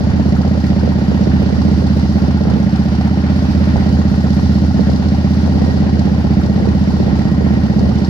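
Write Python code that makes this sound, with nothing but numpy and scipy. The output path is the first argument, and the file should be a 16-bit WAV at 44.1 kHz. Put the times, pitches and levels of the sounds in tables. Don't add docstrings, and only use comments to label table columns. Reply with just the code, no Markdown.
import sys
import numpy as np
from scipy import signal
from scipy.fft import rfft, irfft, next_fast_len
from scipy.io import wavfile
from scipy.ndimage import uniform_filter1d, minimum_filter1d

SR = 44100
rng = np.random.default_rng(int(sys.argv[2]) if len(sys.argv) > 2 else 0)


def natural_amplitude(level_db):
    exponent = np.asarray(level_db, float) / 20
    return 10 ** exponent


def generate_wav(signal):
    frames = np.transpose(np.atleast_2d(signal))
    scaled = np.clip(frames, -1, 1) * 32767
    pcm = np.round(scaled).astype(np.int16)
    wavfile.write(sys.argv[1], SR, pcm)


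N = 356769
PORT_LAG = 9


def level(x, db):
    return x * natural_amplitude(db) / np.sqrt(np.mean(x ** 2))


def curves(table):
    s, *columns = np.transpose(table)
    return np.array([np.interp(np.arange(N) / SR, s, c) for c in columns])


def ring(x, hz, t60_s):
    r = np.exp(-np.log(1000) / (max(t60_s, .002) * SR))
    w = 2 * np.pi * hz / SR
    return signal.lfilter([0, r * np.sin(w)], [1, -2 * r * np.cos(w), r * r], x)


def band(x, hz, width_hz):
    return signal.lfilter(*signal.iirpeak(hz, hz / width_hz, SR), x)


def colour(x, spectrum):
    hz, db = np.transpose(spectrum)
    size = next_fast_len(N)
    log_f = np.log(np.arange(1, size // 2 + 2) * SR / size)
    gain = natural_amplitude(np.interp(log_f, np.log(hz), db))
    return irfft(rfft(x, size) * gain, size)[..., :N]


def walk(rate_hz):
    hold = int(SR / rate_hz)
    steps = np.repeat(rng.standard_normal(N // hold + 1), hold)
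    return uniform_filter1d(uniform_filter1d(steps, hold), hold)[:N]


def strikes(cycle, place, jitter_ms, scatter_db):
    turns = np.arange(np.ceil(cycle[0] - place), cycle[-1] - place)
    jitter, scatter = rng.standard_normal((2, len(turns)))
    at = np.interp(turns + place, cycle, np.arange(len(cycle))) + jitter_ms * SR / 1000 * jitter
    at = np.clip(at, 0, len(cycle) - 2)
    force = natural_amplitude(scatter_db * scatter)
    out = np.zeros(len(cycle))
    np.add.at(out, at.astype(int), force * (1 - at % 1))
    np.add.at(out, at.astype(int) + 1, force * (at % 1))
    return out


def wind():
    # start_s, level_db, left_lean_db
    gusts = [(0, -19.5, -8.5), (.6, -25.5, -3), (.95, -24, -11), (1.6, -22, -10.5), (2.0, -22.5, -11),
             (2.55, -23.5, -10.5), (2.7, -36, -0.5), (3.4, -26, -4.5), (3.8, -21.5, -8), (4.4, -23.5, 5),
             (4.6, -25.5, 3.5), (4.9, -19.5, 4.5), (5.2, -28, 1), (5.6, -17, -0.5), (6.1, -22, 1),
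             (6.6, -19, -0.5), (7.5, -22, -11), (8.09, -18.5, 1)]
    # peak_s, slap_db, puff_db, port (0 left, 1 right)
    thumps = [(0.255, -14, -19, 1), (0.477, -13, -18, 0), (.554, -12.5, -11, 1), (.578, -12, -19.5, 0),
              (.721, -14, -16, 0), (0.835, -6.5, -9.5, 1), (.877, -7.5, -6.5, 1), (1.118, -9, -18.5, 1),
              (1.228, -12, -15, 1), (1.271, -9, -9, 1), (1.529, -6, -3.5, 1), (1.585, -22, 0, 1),
              (1.686, -11, -3, 1), (1.972, -10, -23, 1), (2.238, -16, -9.5, 1), (2.455, -12, -17, 0),
              (2.564, -12, -7.5, 1), (2.641, -21.5, -4.5, 1), (3.763, -21, -20, 0), (4.795, -3, 1.5, 1),
              (5.609, -17, -20, 0), (5.646, -22, -6, 1), (6.077, -11.5, -17.5, 1), (6.25, -9, -4, 0),
              (6.675, -8, -5.5, 1), (7.002, -6.5, -6.5, 1), (7.098, -25, -9.5, 1), (7.409, -10.5, -12.5, 1),
              (7.538, -15.5, -20.5, 1), (7.815, -12, -6.5, 0)]
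    # freq_hz, density_db
    buffeting = [(20, -24), (45, -11), (90, -2), (130, 0), (200, -1), (300, -7), (500, -15), (900, -22),
                 (1500, -35), (5000, -90)]
    slap_hz, puff_hz, pitch_scatter = (550, 492), 207, 0.098
    small_slaps_per_s, small_slap_db = 9, 5

    gust_db, lean_db = curves(gusts)
    flutter_db = 1.5 * np.array([walk(8.6), walk(7)])
    port_db = gust_db + lean_db * np.array([[.5], [-.5]]) + flutter_db
    lumps = natural_amplitude(4.5 * np.array([walk(45), walk(45)]))
    out = level(colour(lumps * rng.standard_normal((2, N)), buffeting), -2.4) * natural_amplitude(port_db)

    rows = []
    for s, slap_db, puff_db, port in thumps:
        port = int(port + .5)
        rows += [(s, slap_db, slap_hz[port], port), (s, puff_db, puff_hz, port)]
    chance = rng.random((2, N // 100 - 40)) < small_slaps_per_s * 100 / SR
    for port, at in np.argwhere(chance) * [1, 100] + [0, 1000]:
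        rows.append((at / SR, port_db[port, at] + small_slap_db, slap_hz[port], port))

    t = np.arange(SR // 40) / SR
    for (s, db, hz, port), (sign, detune) in zip(rows, rng.standard_normal((len(rows), 2))):
        hz = hz * (1 + pitch_scatter * detune)
        at = int((s - 1 / hz) * SR)
        turns = hz * t
        swing = np.sin(2 * np.pi * turns * (1.25 - .1 * np.minimum(turns, 3)))
        puff = swing * turns * np.exp(1 - turns)
        out[port, at:at + len(t)] += natural_amplitude(db) * np.sign(sign) * puff
    return out


def shake():
    hz, width_hz = 80.8, 54
    rumble = band(band(rng.standard_normal(N), hz, width_hz), hz, width_hz)
    return level(rumble * natural_amplitude(3.2 * walk(11)), -26) * natural_amplitude([[-1.4], [1.4]])


def thrown_stones():
    # start_s, peak_db, left_minus_right_db
    stones = [(0.112, -47.5, -2), (0.2883, -43.5, 5), (0.6696, -43.5, -2), (0.9278, -41.5, -1),
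              (1.173, -54.5, -5.5), (1.4272, -41.5, -4.5), (1.681, -52.5, -9.5), (1.9684, -42.5, -1.5),
              (1.992, -42.5, 6), (2.82, -56.5, 1.5), (2.953, -53, 1), (3.3908, -48.5, -0.5),
              (3.5263, -47, -1.0), (3.651, -51.5, -4.5), (3.688, -41.5, 6), (3.796, -48.5, -3.5),
              (3.9866, -47, -3), (4.144, -50, 7.5), (4.3452, -52, 0.5), (4.9192, -46.5, 6.5),
              (5.472, -43, 1.5), (5.894, -55.5, -1.5), (6.0223, -51.5, -3.5), (6.111, -51, -9.5),
              (6.641, -51, 0), (6.914, -52, 2.5), (7.3173, -42.5, 3), (7.5996, -50.5, -2), (7.611, -47, -2),
              (7.8288, -47.5, 7.5)]
    clicks = np.zeros((2, N))
    for s, db, pan_db in stones:
        clicks[:, int(s * SR)] += natural_amplitude(db + np.array([pan_db, -pan_db]) / 2)
    burst = signal.lfilter([1], [1, -np.exp(-1000 / (2.5 * SR))], clicks) * rng.standard_normal((2, N))
    return band(band(burst, 10500, 9000), 10500, 9000)


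def gravel(loose_db):
    # freq_hz, density_db
    road = [(180, -35), (300, -5), (410, -14), (590, -17), (684, -14), (794, -16), (1260, -20.5),
            (1840, -19.5), (2210, -27), (3070, -29), (3340, -29), (4800, -25), (5840, -30.5), (8000, -44.5),
            (15500, -43.5)]
    # freq_hz, left_minus_right_db
    road_pan = [(400, -0.5), (800, -1), (1300, 5.5), (2400, -3.5), (4400, -1.5), (7500, -6.5), (14000, 3.5)]
    # freq_hz, level_db
    road_alike = [(300, 4), (500, -0.5), (900, 3.5), (1300, -6), (1900, 2.5), (2400, -10), (3100, -3.5),
                  (6500, -13.5)]
    # freq_hz, gain_db
    housing = [(1050, -0.5), (1260, -2), (1420, 1), (1650, -2), (2000, -0.5), (2300, 2), (5900, 0),
               (6350, -4), (7000, -3)]
    grit_db = -62.5 + .6 * loose_db

    hits = rng.random((3, N)) < 2500 / SR
    stone_size = natural_amplitude(2.5 * np.minimum(rng.exponential(size=(3, N)), 4))
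    grains = hits * rng.standard_normal((3, N)) * stone_size
    left, right, both = level(grains, -7.0) + rng.standard_normal((3, N))
    both = colour(both, road_alike)
    half_pan = np.multiply(road_pan, [1, .5])
    left = colour(left + both, half_pan)
    right = colour(right + np.roll(both, PORT_LAG), half_pan * [1, -1])
    offset = np.multiply(road_alike, [1, -.3]) - [0, 1]
    crunch = colour(np.array([left, right]), np.minimum(offset, [SR, 0]))
    crunch = colour(crunch, road)

    low = signal.sosfilt(signal.butter(4, 7200, "low", fs=SR, output="sos"), crunch)
    high = signal.sosfilt(signal.butter(4, 7200, "high", fs=SR, output="sos"), crunch)
    coarse = signal.sosfiltfilt(signal.butter(4, 3400, fs=SR, output="sos"), low)
    fine = low - coarse
    coarse_patches = natural_amplitude(walk(3.1) + 1.6 * walk(30))
    fine_patches = natural_amplitude(loose_db - loose_db.mean() + walk(25))
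    roar = level(colour(coarse * coarse_patches + fine * fine_patches, housing), -30.5)
    high = colour(high, [(8000, -2.5), (11000, -1.0), (13000, -3.0), (15500, -5.0)])
    grit = level(high, 4.4) * natural_amplitude(grit_db + walk(9.8) + 1.9 * walk(55))
    return roar + grit


def bumps():
    # start_s, peak_db, pitch_hz
    hits = [
        (0.762, -17.5, 580),
        (2.056, -21, 697),
        (3.011, -15, 700),
        (3.172, -17, 579),
        (3.759, -10.5, 725),
        (3.987, -21, 567),
        (4.264, -20, 805),
        (4.394, -20, 804),
        (6.935, -23.5, 579),
    ]
    t60_s, trim_db = 0.019, -1.5
    out = np.zeros(N)
    tap = np.r_[1., np.zeros(SR // 20)]
    for s, db, hz in hits:
        tube = ring(tap, hz, t60_s) + .6 * ring(tap, 1.1 * hz, t60_s)
        out[int(s * SR):][:len(tap)] += natural_amplitude(db + trim_db) * tube
    return np.array([out, np.roll(out, PORT_LAG)])


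def port_noise(shared_gain):
    shared = rng.standard_normal(N)
    return rng.standard_normal((2, N)) + shared_gain * np.array([shared, np.roll(shared, PORT_LAG)])


def valve_gear(cycle):
    # place_cycles, freq_hz, width_hz, level_db, decay_ms, left_minus_right_db
    clacks = [
        (.03, 612, 261, -26, 3.9, 1),
        (.455, 940, 412, -32, 10, 4),
        (.05, 1910, 497, -39, 26, 1.5),
        (.05, 4450, 1377, -38.5, 8.1, -4),
        (.49, 4500, 1413, -37.5, 9, -4),
        (0.702, 8940, 6920, -57.5, 12, 6),
        (0.721, 1410, 500, -36, 14, 3.5),
    ]
    out = np.zeros((2, N))
    for place, hz, width_hz, db, decay_ms, pan_db in clacks:
        fade = np.exp(-1000 / (decay_ms * SR))
        gate = signal.lfilter([1], [1, -fade], strikes(cycle, place, jitter_ms=0.95, scatter_db=3.0))
        gate = uniform_filter1d(gate, 30)
        noise = level(band(port_noise(min(1100 / hz, 1.5)), hz, width_hz), db)
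        out += band(noise * gate, hz, 2.0 * width_hz) * natural_amplitude([[pan_db / 2], [-pan_db / 2]])
    return out


def casing(cycle):
    # freq_hz, width_hz, level_db
    covers = [(1407, 130, -49), (1460, 37, -55.5), (1893, 54, -46), (2004, 22, -57), (2850, 120, -53.5),
              (3027, 50, -54), (4310, 340, -54), (4780, 210, -54.5), (5640, 330, -57.5), (6740, 220, -61.5)]
    out = np.zeros((2, N))
    for hz, width_hz, db in covers:
        ringing = band(band(port_noise(1.1), hz, width_hz), hz, width_hz)
        swell_db = 2.0 * np.cos(4 * np.pi * (cycle - .05))
        out += level(ringing * natural_amplitude(2.5 * walk(2) + 2.1 * walk(16) + swell_db), db)
    return out


def knocks(cycle):
    # place_cycles, freq_hz, t60_s, left_db, right_db
    cracks = [
        (.996, 600, .016, -24.5, -23.5),
        (.126, 580, .021, -29, -26),
        (.2, 410, .035, -31, -30),
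        (.3, 800, .02, -30, -31),
        (.445, 785, .021, -26.5, -28),
        (.55, 880, .02, -31, -32),
        (.76, 410, .03, -33, -33),
    ]
    out = np.zeros((2, N))
    for place, hz, t60_s, left_db, right_db in cracks:
        crack = ring(ring(strikes(cycle, place, jitter_ms=.2, scatter_db=2.0), hz, t60_s), hz, t60_s)
        crack = crack * 2 * np.e * np.log(1000) / (t60_s * SR)
        out += [crack * natural_amplitude(left_db), np.roll(crack, 11) * natural_amplitude(right_db)]
    return out


def exhaust(cycle, load_db):
    firing = (.027, .439)
    # freq_hz, t60_s, front_swing, rear_swing
    modes = [(79.94, 0.37, 0.04, 0.058), (121.9, 0.66, -0.049, -0.1), (152, 0.11, -0.34, 0.015),
             (184.6, 0.19, -0.29, 0.051), (215.1, 0.18, 0.32, 0.072), (258.9, 0.26, 0.024, -0.1),
             (293.5, 0.15, 0.13, -0.0048), (329.7, 0.72, 0.0197, 0.0123), (371, 0.084, 0.006, -0.014)]
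    # freq_hz, gain_db
    pipe_end = [(25, -13.5), (33, -12), (42, -8), (52, -5.5), (63, 7), (72, 4), (88, 0), (100, 5.5),
                (118, -4), (140, 1), (1200, 0), (4000, -13), (9000, -33.5)]
    # freq_hz, left_minus_right_db
    ports = [(80, -2.8), (150, -3.5), (205, -2), (285, 1), (400, -2)]
    boom_db = -18 + load_db + 0.47 * walk(4)
    bark_db = -13.5 + load_db

    run_up = SR // 2
    before = cycle[0] - (cycle[1] - cycle[0]) * np.arange(run_up, 0, -1)
    cycle = np.r_[before, cycle]
    front = strikes(cycle, firing[0], jitter_ms=.12, scatter_db=1.0)
    rear = strikes(cycle, firing[1], jitter_ms=.4, scatter_db=1.6)
    boom, *bark = (ring(a * front + b * rear, hz, t60_s)[run_up:] for hz, t60_s, a, b in modes)
    pipes = level(boom, 0) * natural_amplitude(boom_db) + level(sum(bark), 0.89) * natural_amplitude(bark_db)
    pipes = colour(pipes, pipe_end)
    left = colour(np.roll(pipes, -9), np.multiply(ports, [1, .5]))
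    right = colour(np.roll(pipes, 9), np.multiply(ports, [1, -.5]))
    return np.array([left, right])


def scene():
    # start_s, crank_rpm
    crank = [(0.0, 1899.3), (0.64, 1908.3), (0.65, 1887.4), (1.66, 1903.1), (2.39, 1900.7), (2.52, 1865.4),
             (2.96, 1878.9), (3.29, 1933.8), (3.84, 1897.4), (4.11, 1907.1), (4.49, 1904.0), (5.34, 1928.2),
             (5.57, 1943.7), (6.45, 1883.0), (6.68, 1908.7), (7.4, 1897.2), (7.74, 1863.8), (8.09, 1902.0)]
    # start_s, load_db
    throttle = [(0, -2), (1.6, -.5), (2.0, -1), (2.6, -2), (3.3, -1.5), (4.6, 0), (4.9, -1), (6.5, -1.5),
                (8.09, -1.5)]
    # start_s, loose_db
    bed = [(0, 0), (.8, 0), (1.4, 1), (2.05, 3), (2.4, -0.5), (3.1, 0), (3.45, 2.5), (4.0, 1.5), (4.6, 2.5),
           (5.05, 1.5), (5.65, 3), (5.9, 0), (6.3, -0.5), (6.5, -1), (7.0, 2), (7.35, -2), (7.9, 1),
           (8.09, -0.5)]
    cycle = -.078 + np.cumsum(curves(crank)[0]) / 120 / SR
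    load_db, loose_db = curves(throttle)[0], curves(bed)[0]
    road = wind() + shake() + gravel(loose_db) + thrown_stones() + bumps()
    engine = valve_gear(cycle) + casing(cycle) + knocks(cycle) + exhaust(cycle, load_db)
    return road + engine


def roll_off(x):
    return signal.sosfilt(signal.butter(12, 15620, fs=SR, output="sos"), x)


def record(dry):
    x = signal.sosfilt(signal.butter(2, 22, "high", fs=SR, output="sos"), dry)
    bass = signal.sosfiltfilt(signal.butter(2, 1200, fs=SR, output="sos"), x)
    hold = 300
    gain = np.minimum(1, .91 / (np.abs(bass).max(0) + 1e-9))
    gain = uniform_filter1d(minimum_filter1d(gain, 2 * hold), hold)
    return roll_off(x - bass * (1 - gain))


dry = scene()
out = record(dry)
generate_wav(out)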